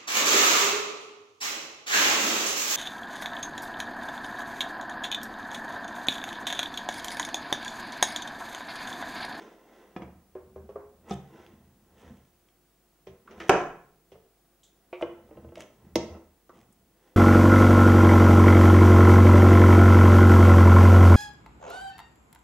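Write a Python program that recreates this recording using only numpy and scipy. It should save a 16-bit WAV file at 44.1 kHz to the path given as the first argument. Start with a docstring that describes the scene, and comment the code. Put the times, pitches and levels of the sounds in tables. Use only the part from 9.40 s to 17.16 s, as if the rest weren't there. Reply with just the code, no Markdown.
"""Knocks on painted plywood, as furniture is put together by hand in a small, quiet room.
Slotted panels tap together, a dowel is knocked through, and a wedge is set and pressed home: each
impact excites the damped modes of the part, the joined boards and the bench. Between blows, sliding
wood rubs and hisses, edges click and the assembly rocks, over faint room noise and hum.
The loudest blow overloads the close microphone."""
import sys
import numpy as np
from scipy import signal
from scipy.fft import rfft, irfft, next_fast_len
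from scipy.io import wavfile
from scipy.ndimage import uniform_filter1d

SR = 44100
rng = np.random.default_rng(int(sys.argv[2]) if len(sys.argv) > 2 else 0)


def log_audio(samples):
    """Write samples as a 16-bit WAV file to the path given in sys.argv[1]."""
    # one column per channel
    frames = np.atleast_2d(samples).T
    # limit to full scale, then quantise
    limited = np.clip(frames, -1, 1)
    pcm = np.round(limited * 32767).astype(np.int16)
    wavfile.write(sys.argv[1], SR, pcm)


N = 342216
CLOCK = np.arange(N) / SR  # seconds through the scene
T = np.arange(int(.7 * SR)) / SR  # seconds through one event

# spectrum of the crack of wood on wood: frequency_hz, density_db
CRACK_SPECTRUM = [(900, -16.5), (1900, -2), (3200, -1.5), (4300, -10.5), (6000, -1), (8000, -16),
                  (15000, -18.5)]


def amp(db):
    """Amplitude ratio of a level in decibels."""
    return 10 ** (np.asarray(db) / 20)


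def unit(x):
    """Normalisation to rms 1."""
    return x / np.sqrt(np.mean(x ** 2) + 1e-20)


def crest(x):
    """Normalisation to peak 1."""
    return x / (np.abs(x).max() + 1e-12)


def along(points, hz):
    """Interpolation on a logarithmic frequency axis."""
    f, v = np.transpose(points)
    return np.interp(np.log(hz + 1), np.log(f), v)


def filtered(x, response):
    """Linear filtering: the spectrum times a frequency response."""
    n = x.shape[-1]
    m = next_fast_len(n + 8192)
    return irfft(rfft(x, m) * response(np.fft.rfftfreq(m, 1 / SR)), m)[..., :n]


def coloured(x, spectrum):
    """Spectral shaping, at rms 1."""
    return unit(filtered(x, lambda hz: amp(along(spectrum, hz))))


def rolled_off(x, hz, kind):
    """A causal second-order low-pass or high-pass."""
    return signal.sosfilt(signal.butter(2, hz, kind, fs=SR, output="sos"), x)


def resonance(hz, centre_hz, width_hz):
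    """Frequency response of a driven, damped oscillator."""
    return 1j * hz * width_hz / (centre_hz ** 2 - hz ** 2 + 1j * hz * width_hz)


def add(track, start_s, sound):
    """Superposition of a sound on a track."""
    i = max(round(start_s * SR), 0)
    track[..., i:i + sound.shape[-1]] += sound[..., :N - i]


def fade(t60):
    """Exponential decay of 60 dB in t60 seconds."""
    return np.exp(-np.log(1000) * T / t60)


def swells(rows):
    """Incoherent addition: envelopes that rise and fall 20 dB in the given times sum in power."""
    return np.sqrt(sum(amp(db - 20 * np.maximum((s - CLOCK) / rise, (CLOCK - s) / fall)) ** 2
                       for s, db, rise, fall in rows))


def diffuse(size):
    """Diffuse-field noise: two close capsules are coherent only at long wavelengths."""
    # likeness of left and right: frequency_hz, coherence
    coherence = [(100, 0.98), (750, 0.94), (1400, 0.73), (2600, 0.49), (5000, 0.3), (12000, .03)]
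    angle = lambda hz: np.arccos(along(coherence, hz)) / 2
    noise = rng.standard_normal((2, size))
    mid, side = filtered(noise, lambda hz: np.array([np.cos(angle(hz)), np.sin(angle(hz))]))
    return np.array([mid + side, mid - side])


def evened(tail):
    """Spectral smoothing: a furnished room favours no single tone."""
    spectrum = rfft(tail, 65536)
    power = np.mean(np.abs(spectrum) ** 2, axis=0)
    narrow, wide = (np.abs(uniform_filter1d(power, bins)) + 1e-9 for bins in (45, 300))
    return irfft(spectrum * np.sqrt(wide / narrow))[:, :len(T)]


def in_room(x, wet_db, build_s=0.005):
    """Reverberation: direct sound plus a diffuse tail that builds up as the walls reflect."""
    # reverberation time: frequency_hz, t60_s
    decay_times = [(80, 0.93), (300, 0.42), (1500, 0.51), (5000, 0.4), (8000, 0.45), (14000, 0.24)]
    # sound returned by the walls: frequency_hz, gain_db
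    walls = [(80, -1.5), (400, 3.5), (1500, 2), (3500, 1.5), (6500, 1.5), (9000, -2), (13000, -14.5)]
    hz, t, bands = signal.stft(diffuse(len(T)), SR, nperseg=256)
    decay = np.exp(-np.log(1000) * t / along(decay_times, hz)[:, None]) * amp(along(walls, hz))[:, None]
    tail = evened(signal.istft(bands * decay, SR, nperseg=256)[1])
    tail *= 1 - np.exp(-(T / build_s) ** 2)
    return x + amp(wet_db - 33) * signal.fftconvolve(np.atleast_2d(x), tail, axes=1)[:, :x.shape[-1]]


def background(floor_db=-68):
    """Noise floor: still room air, microphone hiss and faint electrical tones."""
    # air and hiss: frequency_hz, density_db
    floor = [(12, -26), (20, -15), (59, -17), (160, -7.5), (347, -10.5), (470, -13), (555, -12), (603, -23),
             (693, -11.5), (889, -19), (1270, -19.5), (1730, -22), (1930, -23), (4310, -26), (15000, -24)]
    # mains hum and electronic whine: pitch_hz, rms_db
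    hum = [(48.5, -76), (350, -80), (673, -85), (15625, -79.5)]
    tones = sum(amp(db) * np.sqrt(2) * np.sin(2 * np.pi * (hz * CLOCK + rng.random())) for hz, db in hum)
    return amp(floor_db) * coloured(diffuse(N), floor) + tones


def friction(spectrum, rough):
    """Friction noise: countless small slips of uneven strength, filtered by the wood."""
    strength = np.repeat(np.exp(rough * rng.standard_normal(N // 128 + 1)), 128)[:N]
    return coloured(strength * rng.standard_normal(N), spectrum)


def rocking(sway_hz=77.5, half_width_hz=6):
    """Forced vibration: the pushed assembly rumbles on the bench and sways at its lowest resonance."""
    # pushes of the hands: peak_s, rumble_db, sway_db, rise_s, fall_s
    pushes = [(.77, -57.5, -59.5, 0.28, 0.15), (1.22, -57, -54.5, 0.35, 0.46),
              (2.15, -58.5, -66.5, 1, 0.53), (2.73, -52, -53.5, 0.21, 0.18),
              (3.73, -48.5, -65, 0.052, 0.018), (3.99, -56, -62, 0.29, 0.22),
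              (6.07, -53.5, -55.5, 0.46, 0.23), (6.46, -54.5, -53.5, 0.12, 0.32),
              (6.73, -51, -45, 0.11, 0.14), (7.17, -59.5, -73, 0.12, 0.44)]
    # rumble on the bench: frequency_hz, density_db
    spectrum = [(29, -32), (50, -8), (59, -14), (76, -5.5), (102, -10.5), (129, -3), (156, -12.5),
                (195, -1.5), (260, -7.5), (340, -39), (570, -120)]
    rumble = swells([(s, db, rise, fall) for s, db, _, rise, fall in pushes])
    rumble *= friction(spectrum, rough=0.34)
    sway = swells([(s, db, rise, fall) for s, _, db, rise, fall in pushes])
    lowest_mode = lambda hz: 1 / (1 + ((hz - sway_hz) / half_width_hz) ** 2)
    sway *= unit(filtered(rng.standard_normal(N), lowest_mode))
    return rolled_off(rumble, hz=50, kind="high") + sway


def sliding(wood_db=-4, sing_db=-7, hiss_db=-3, hiss_growth=1.25):
    """Sliding friction drives the panels' resonances; hiss grows more steeply with speed than rubbing."""
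    # one part slides along another: peak_s, rub_db, hiss_db, rise_s, fall_s
    strokes = [(0.019, -47, -54.5, 0.16, 0.22), (0.39, -54, -65, 0.6, 0.41), (1.704, -44, -56, 0.07, 0.087),
               (1.97, -52, -61.5, 0.19, 0.35), (2.65, -53.5, -63, 0.21, 0.22),
               (3.919, -47.5, -60.5, 0.062, 0.17), (4.02, -46, -48.5, .06, .12),
               (6.0, -62, -74, 0.84, 0.21), (6.2, -48, -68, 0.07, 0.075), (6.479, -60, -73.5, 0.38, 0.17),
               (6.75, -45, -77, 0.1, 0.058), (7.14, -55.5, -85, 0.055, 0.18), (7.68, -63.5, -69, 0.28, .18)]
    # a tight joint gives way: peak_s, level_db, rise_s, fall_s
    slips = [(1.704, -48.5, 0.023, 0.02), (1.723, -45, 0.024, 0.037), (2.585, -67, 0.023, 0.36),
             (4.088, -47, 0.016, 0.0091), (5.618, -57, 0.032, 0.029), (6.218, -51.5, 0.062, 0.03),
             (7.18, -70, 0.094, .12)]
    # resonances of a rubbed panel: centre_hz, width_hz, gain_db
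    modes = [(355.7, 45, -0.5), (510, 32, 1), (823, 13, -7), (1057, 22, -9.5), (1349, 34, -11),
             (1960, 45, -11), (2700, 130, -21.5)]
    # spectra of the three friction noises: frequency_hz, density_db
    rub_spectrum = [(120, -35), (200, 1), (286, -8), (333, 1.5), (424, -3), (490, -6.5), (629, -6.5),
                    (741, -5.5), (1070, -10), (1180, -20.5), (1280, -10), (1800, -39), (2000, -29),
                    (2600, -48.5), (4400, -120)]
    hiss_spectrum = [(880, -41), (1500, -7), (1960, -8), (2380, -15.5), (3450, -13.5), (4310, -24.5),
                     (6060, -19), (10000, -41), (13000, -61), (22000, -120)]
    swish_spectrum = [(600, -18.5), (1200, 6), (3300, 10), (4400, -3), (6000, 5), (9000, -3),
                      (15000, -18.5)]
    rubbing = swells([(s, db, rise, fall) for s, db, _, rise, fall in strokes])
    hissing = swells([(s, db, rise / hiss_growth, fall / hiss_growth) for s, _, db, rise, fall in strokes])
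    panel = lambda hz: sum((-1) ** k * amp(db) * resonance(hz, centre, width)
                           for k, (centre, width, db) in enumerate(modes))
    singing = unit(filtered(rng.standard_normal(N), panel))
    wood = rubbing * (amp(wood_db) * friction(rub_spectrum, rough=0.36) + amp(sing_db) * singing)
    hiss = amp(hiss_db) * hissing * friction(hiss_spectrum, rough=0.3)
    swish = swells(slips) * friction(swish_spectrum, rough=0.6)
    return in_room(wood + hiss, wet_db=-4) + in_room(swish, wet_db=-6)


def ticks():
    """Transient excitation: edges snap past each other, sending a noise burst through one resonance."""
    # edges catching: start_s, level_db, pitch_hz, t60_s, quality_factor
    catches = [(1.359, -39.5, 1050, 0.075, 4), (1.715, -44, 3540, 0.036, 17),
               (2.064, -44, 1940, 0.016, 0.77), (3.087, -56, 2400, 0.014, 1.1),
               (3.876, -41.5, 1310, 0.077, 1.9), (4.002, -34, 1820, 0.11, 1.64),
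               (5.232, -54, 3476, 0.26, 3.6), (5.234, -53, 6900, 0.22, 3.3),
               (5.528, -38.5, 2370, 0.17, 3.7), (5.611, -28, 610, 0.042, 2.1),
               (6.156, -39, 1730, 0.023, 0.78), (6.171, -37, 625, 0.05, 5), (6.215, -59, 3020, .1, 10),
               (7.093, -46, 1170, 0.073, 4), (7.325, -55.5, 8830, 0.057, 1.6)]
    out = np.zeros(N)
    for s, db, centre, t60, quality in catches:
        burst = rng.standard_normal(len(T)) * fade(t60)
        tick = filtered(burst, lambda hz: resonance(hz, centre, centre / quality) ** 2)
        add(out, s, amp(db) * crest(tick))
    return in_room(out, wet_db=-6)


def ring(modes, lo=0, hi=np.inf, pitch=1, rattle=0, grip=0.0066):
    """Free vibration: damped modes of alternating sign, detuned by the grip at each blow."""
    tuning = pitch * (1 + rng.normal(0, grip, len(modes)))
    out = np.zeros(len(T))
    for k, (hz, db, t60) in enumerate(modes):
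        if lo <= hz < hi:
            phase = 2 * np.pi * hz * tuning[k] * T
            if rattle:  # a chattering joint smears the mode over this share of its frequency
                phase += np.cumsum(rng.standard_normal(len(T))) * np.sqrt(2 * np.pi * rattle * hz / SR)
            out += (-1) ** k * amp(db) * fade(t60) * np.sin(phase)
    return out


def knocks(hits, modes, ring_db, clatter, crack_db, thud_db, crack_t60, grain, contact_hz, wet_db,
           colour=CRACK_SPECTRUM, split_hz=1800):
    """Impact excitation of part, boards and bench; ring_db, crack_db and thud_db offset the hit levels."""
    # joined boards around the part: frequency_hz, density_db
    board_spectrum = [(100, -23), (180, -6.5), (270, -5), (420, 3), (750, 0.5), (1400, -8.5), (2200, -20.5),
                      (4000, -50.5)]
    # modes of the whole assembly on the bench: pitch_hz, level_db, t60_s
    bench_modes = [(76.7, -1.5, 0.23), (131, -3, 0.24), (183.4, -5.5, 0.32)]
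    out = np.zeros((2, N))
    for s, level, crack, push, pitch in hits:
        body = crest(rolled_off(ring(modes, hi=split_hz, pitch=pitch), hz=2070, kind="low"))
        boards = coloured(rng.standard_normal(len(T)), board_spectrum) * fade(t60=0.085)
        boards = crest(rolled_off(boards, hz=2480, kind="low"))
        dense = crest(coloured(diffuse(len(T)), colour) * fade(crack_t60))  # countless short high modes
        upper = crest(ring(modes, lo=split_hz, pitch=pitch, rattle=0.018)) + grain * dense
        upper = crest(rolled_off(upper, contact_hz, "low"))  # a longer contact is duller
        thud = ring(bench_modes) * (1 - np.exp(-T / 0.039))  # the heavy assembly is slow to move
        thud = crest(rolled_off(thud, hz=60, kind="high"))
        part = amp(level + ring_db) * body + amp(crack + crack_db) * upper
        # the microphone is close to the part, but the large boards radiate mostly into the room
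        around = amp(level) * clatter * in_room(boards, wet_db=4)
        add(out, s, in_room(part, wet_db) + around + amp(push + thud_db) * thud)
    return out


def panel_taps():
    """Light impacts excite the low modes of a panel."""
    # contacts: start_s, level_db, crack_db, thud_db, pitch_ratio
    hits = [(0.953, -33.5, -71, -66, 0.94), (1.159, -37, -67, -66, 0.96), (1.29, -37.5, -66, -65, 1.01),
            (1.357, -32, -74, -61, 1.044), (3.669, -40.5, -53, -47, 0.94), (3.909, -49.5, -54.5, -60.5, 1),
            (4.718, -46, -59, -53, 0.97), (4.754, -48.5, -75, -65, 1.1)]
    # panel modes: pitch_hz, level_db, t60_s
    modes = [(286, -6.5, 0.018), (313, -8, 0.062), (399.3, 1, 0.18), (520, 1, 0.085), (642, -6, 0.11),
             (820, -11.5, 0.07), (950, -18, 0.1), (1116, -13.5, 0.083), (1290, -24, 0.08)]
    return knocks(hits, modes, ring_db=4.5, clatter=0.26, crack_db=6, thud_db=-1,
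                  crack_t60=0.15, grain=0.6, contact_hz=4000, wet_db=-5)


def frame_knocks():
    """A double impact sets the frame in damped vibration."""
    # contacts: start_s, level_db, crack_db, thud_db, pitch_ratio
    hits = [(0.563, -24.5, -45.5, -49, 0.97), (0.62, -32, -51, -45, 0.91)]
    # frame modes: pitch_hz, level_db, t60_s
    modes = [(192, -0.5, 0.064), (360, -0.5, 0.059), (526, -11.5, 0.21), (531, 2, 0.0083), (769, -5, 0.068),
             (965, -9, 0.039), (1310, -9.5, 0.058), (1740, -14, 0.053), (2284, -11.5, 0.0086),
             (2504, -21, 0.08), (2870, -31, 0.079), (3520, -29.5, 0.09)]
    return knocks(hits, modes, ring_db=0.5, clatter=0.2, crack_db=7, thud_db=3.5,
                  crack_t60=0.067, grain=0.79, contact_hz=4360, wet_db=-5.5)


def slot_knock():
    """Slotted panels meet, and their lightly damped low modes ring on."""
    # contact: start_s, level_db, crack_db, thud_db, pitch_ratio
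    hits = [(1.709, -19.5, -43, -40, 0.99)]
    # modes of the slotted panels: pitch_hz, level_db, t60_s
    modes = [(139.6, -9, 0.47), (198, 2, 0.16), (337, -10.5, 0.19), (393, -5.5, 0.22), (477, -4.5, 0.06),
             (711, -6, 0.17), (793, -1.5, 0.087), (1264, -10, 0.13)]
    return knocks(hits, modes, ring_db=-0.5, clatter=0.082, crack_db=7.5, thud_db=4.5,
                  crack_t60=0.063, grain=0.6, contact_hz=6000, wet_db=-10.5)


def wedge_taps():
    """The wedge is set: long contacts put little energy into the treble."""
    # contacts: start_s, level_db, crack_db, thud_db, pitch_ratio
    hits = [(5.528, -26, -59, -79.5, 1.085), (5.624, -17.5, -30, -44.5, 1.026), (5.889, -49, -75, -57, 1.2),
            (5.909, -38, -62, -65, 0.93), (5.971, -37, -57, -60, 0.99), (6.045, -38.5, -65, -46, 0.98),
            (6.088, -43, -65, -70, 0.99), (6.12, -39.5, -67, -72, 1.02), (6.171, -42, -51, -45, 0.95)]
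    # modes of the loose wedge: pitch_hz, level_db, t60_s
    modes = [(336.4, 0.5, 0.2), (477, -0.5, 0.15), (577, 3.5, 0.044), (642, 4, 0.04), (854, -8, 0.083),
             (1041, -11.5, 0.11), (1310, -15, 0.11), (1550, -22.5, 0.16), (2016, -15, 0.057),
             (2340, -13, 0.03), (2840, -10, 0.044), (3270, -14, 0.039)]
    return knocks(hits, modes, ring_db=-1.5, clatter=0.1, crack_db=3, thud_db=-4.5,
                  crack_t60=0.088, grain=0.36, contact_hz=3000, wet_db=-7)


def wedge_seating():
    """The wedge jams home: a short contact gives a broadband snap."""
    # contacts: start_s, level_db, crack_db, thud_db, pitch_ratio
    hits = [(6.556, -11, -20.5, -23, 1), (6.641, -31, -50, -70, 1), (7.093, -42.5, -61, -67, 1.04)]
    # modes of the wedge tight in its eye: pitch_hz, level_db, t60_s
    modes = [(208, -3.5, 0.078), (236, 0.5, 0.036), (335.3, 0, 0.18), (473, -1, 0.07), (629, 0.5, 0.041),
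             (800, -13, 0.047), (926, -11.5, 0.12), (1088, -14, 0.031), (1318, -21.5, 0.072),
             (1584, -33, 0.056), (2034, -14, 0.046), (2536, -15, 0.021), (3210, -7, 0.014)]
    # snap of jamming: frequency_hz, density_db
    snap = [(900, -22), (1900, -7.5), (3200, 1), (4300, -6.5), (6000, 3), (8000, -15.5), (11000, -15.5),
            (15000, -15.5)]
    return knocks(hits, modes, ring_db=0, clatter=0.04, crack_db=3, thud_db=-10,
                  crack_t60=0.044, grain=2.46, contact_hz=13900, wet_db=-6.5, colour=snap)


def dowel_blows():
    """The dowel is knocked through a side panel: a hard, brief impulse excites a wide band of modes."""
    # contacts: start_s, level_db, crack_db, thud_db, pitch_ratio
    hits = [(3.979, -46, -63, -57, 1), (4.002, -33, -46.5, -58.5, 0.95), (4.094, -1, -18, -33.5, 1),
            (4.098, -25, -23, -59.5, 0.95)]
    # modes of the struck dowel: pitch_hz, level_db, t60_s
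    modes = [(339, -14, 0.074), (401, -2.5, 0.055), (484.4, -5.5, 0.036), (715, 0, 0.03), (819, -6, .035),
             (950, -18.5, 0.1), (1100, -8.5, 0.032), (1335, -9, 0.066), (1508, -7, 0.015),
             (1600, -15, 0.095), (1700, -12, 0.036), (1930, -19, 0.017), (2250, -15, 0.02),
             (2520, -16.5, 0.026), (2850, -20, 0.02)]
    return knocks(hits, modes, ring_db=1, clatter=0.31, crack_db=9, thud_db=-0.5,
                  crack_t60=0.025, grain=0.94, contact_hz=14160, wet_db=-3.5)


def scene():
    """Superposition of all sources; a level difference places the work slightly to the right."""
    impacts = frame_knocks() + panel_taps() + slot_knock() + dowel_blows() + wedge_taps() + wedge_seating()
    return (impacts + ticks() + sliding() + rocking()) * amp([[-.3], [.3]]) + background()


def record(dry, ceiling=0.64, knee=5, top_hz=15850):
    """Saturation in the input stage rounds off the loudest peaks; nothing passes above the band limit."""
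    clipped = dry / (1 + np.abs(dry / ceiling) ** knee) ** (1 / knee)
    return filtered(clipped, lambda hz: hz < top_hz)


dry = scene()
out = record(dry)
log_audio(out)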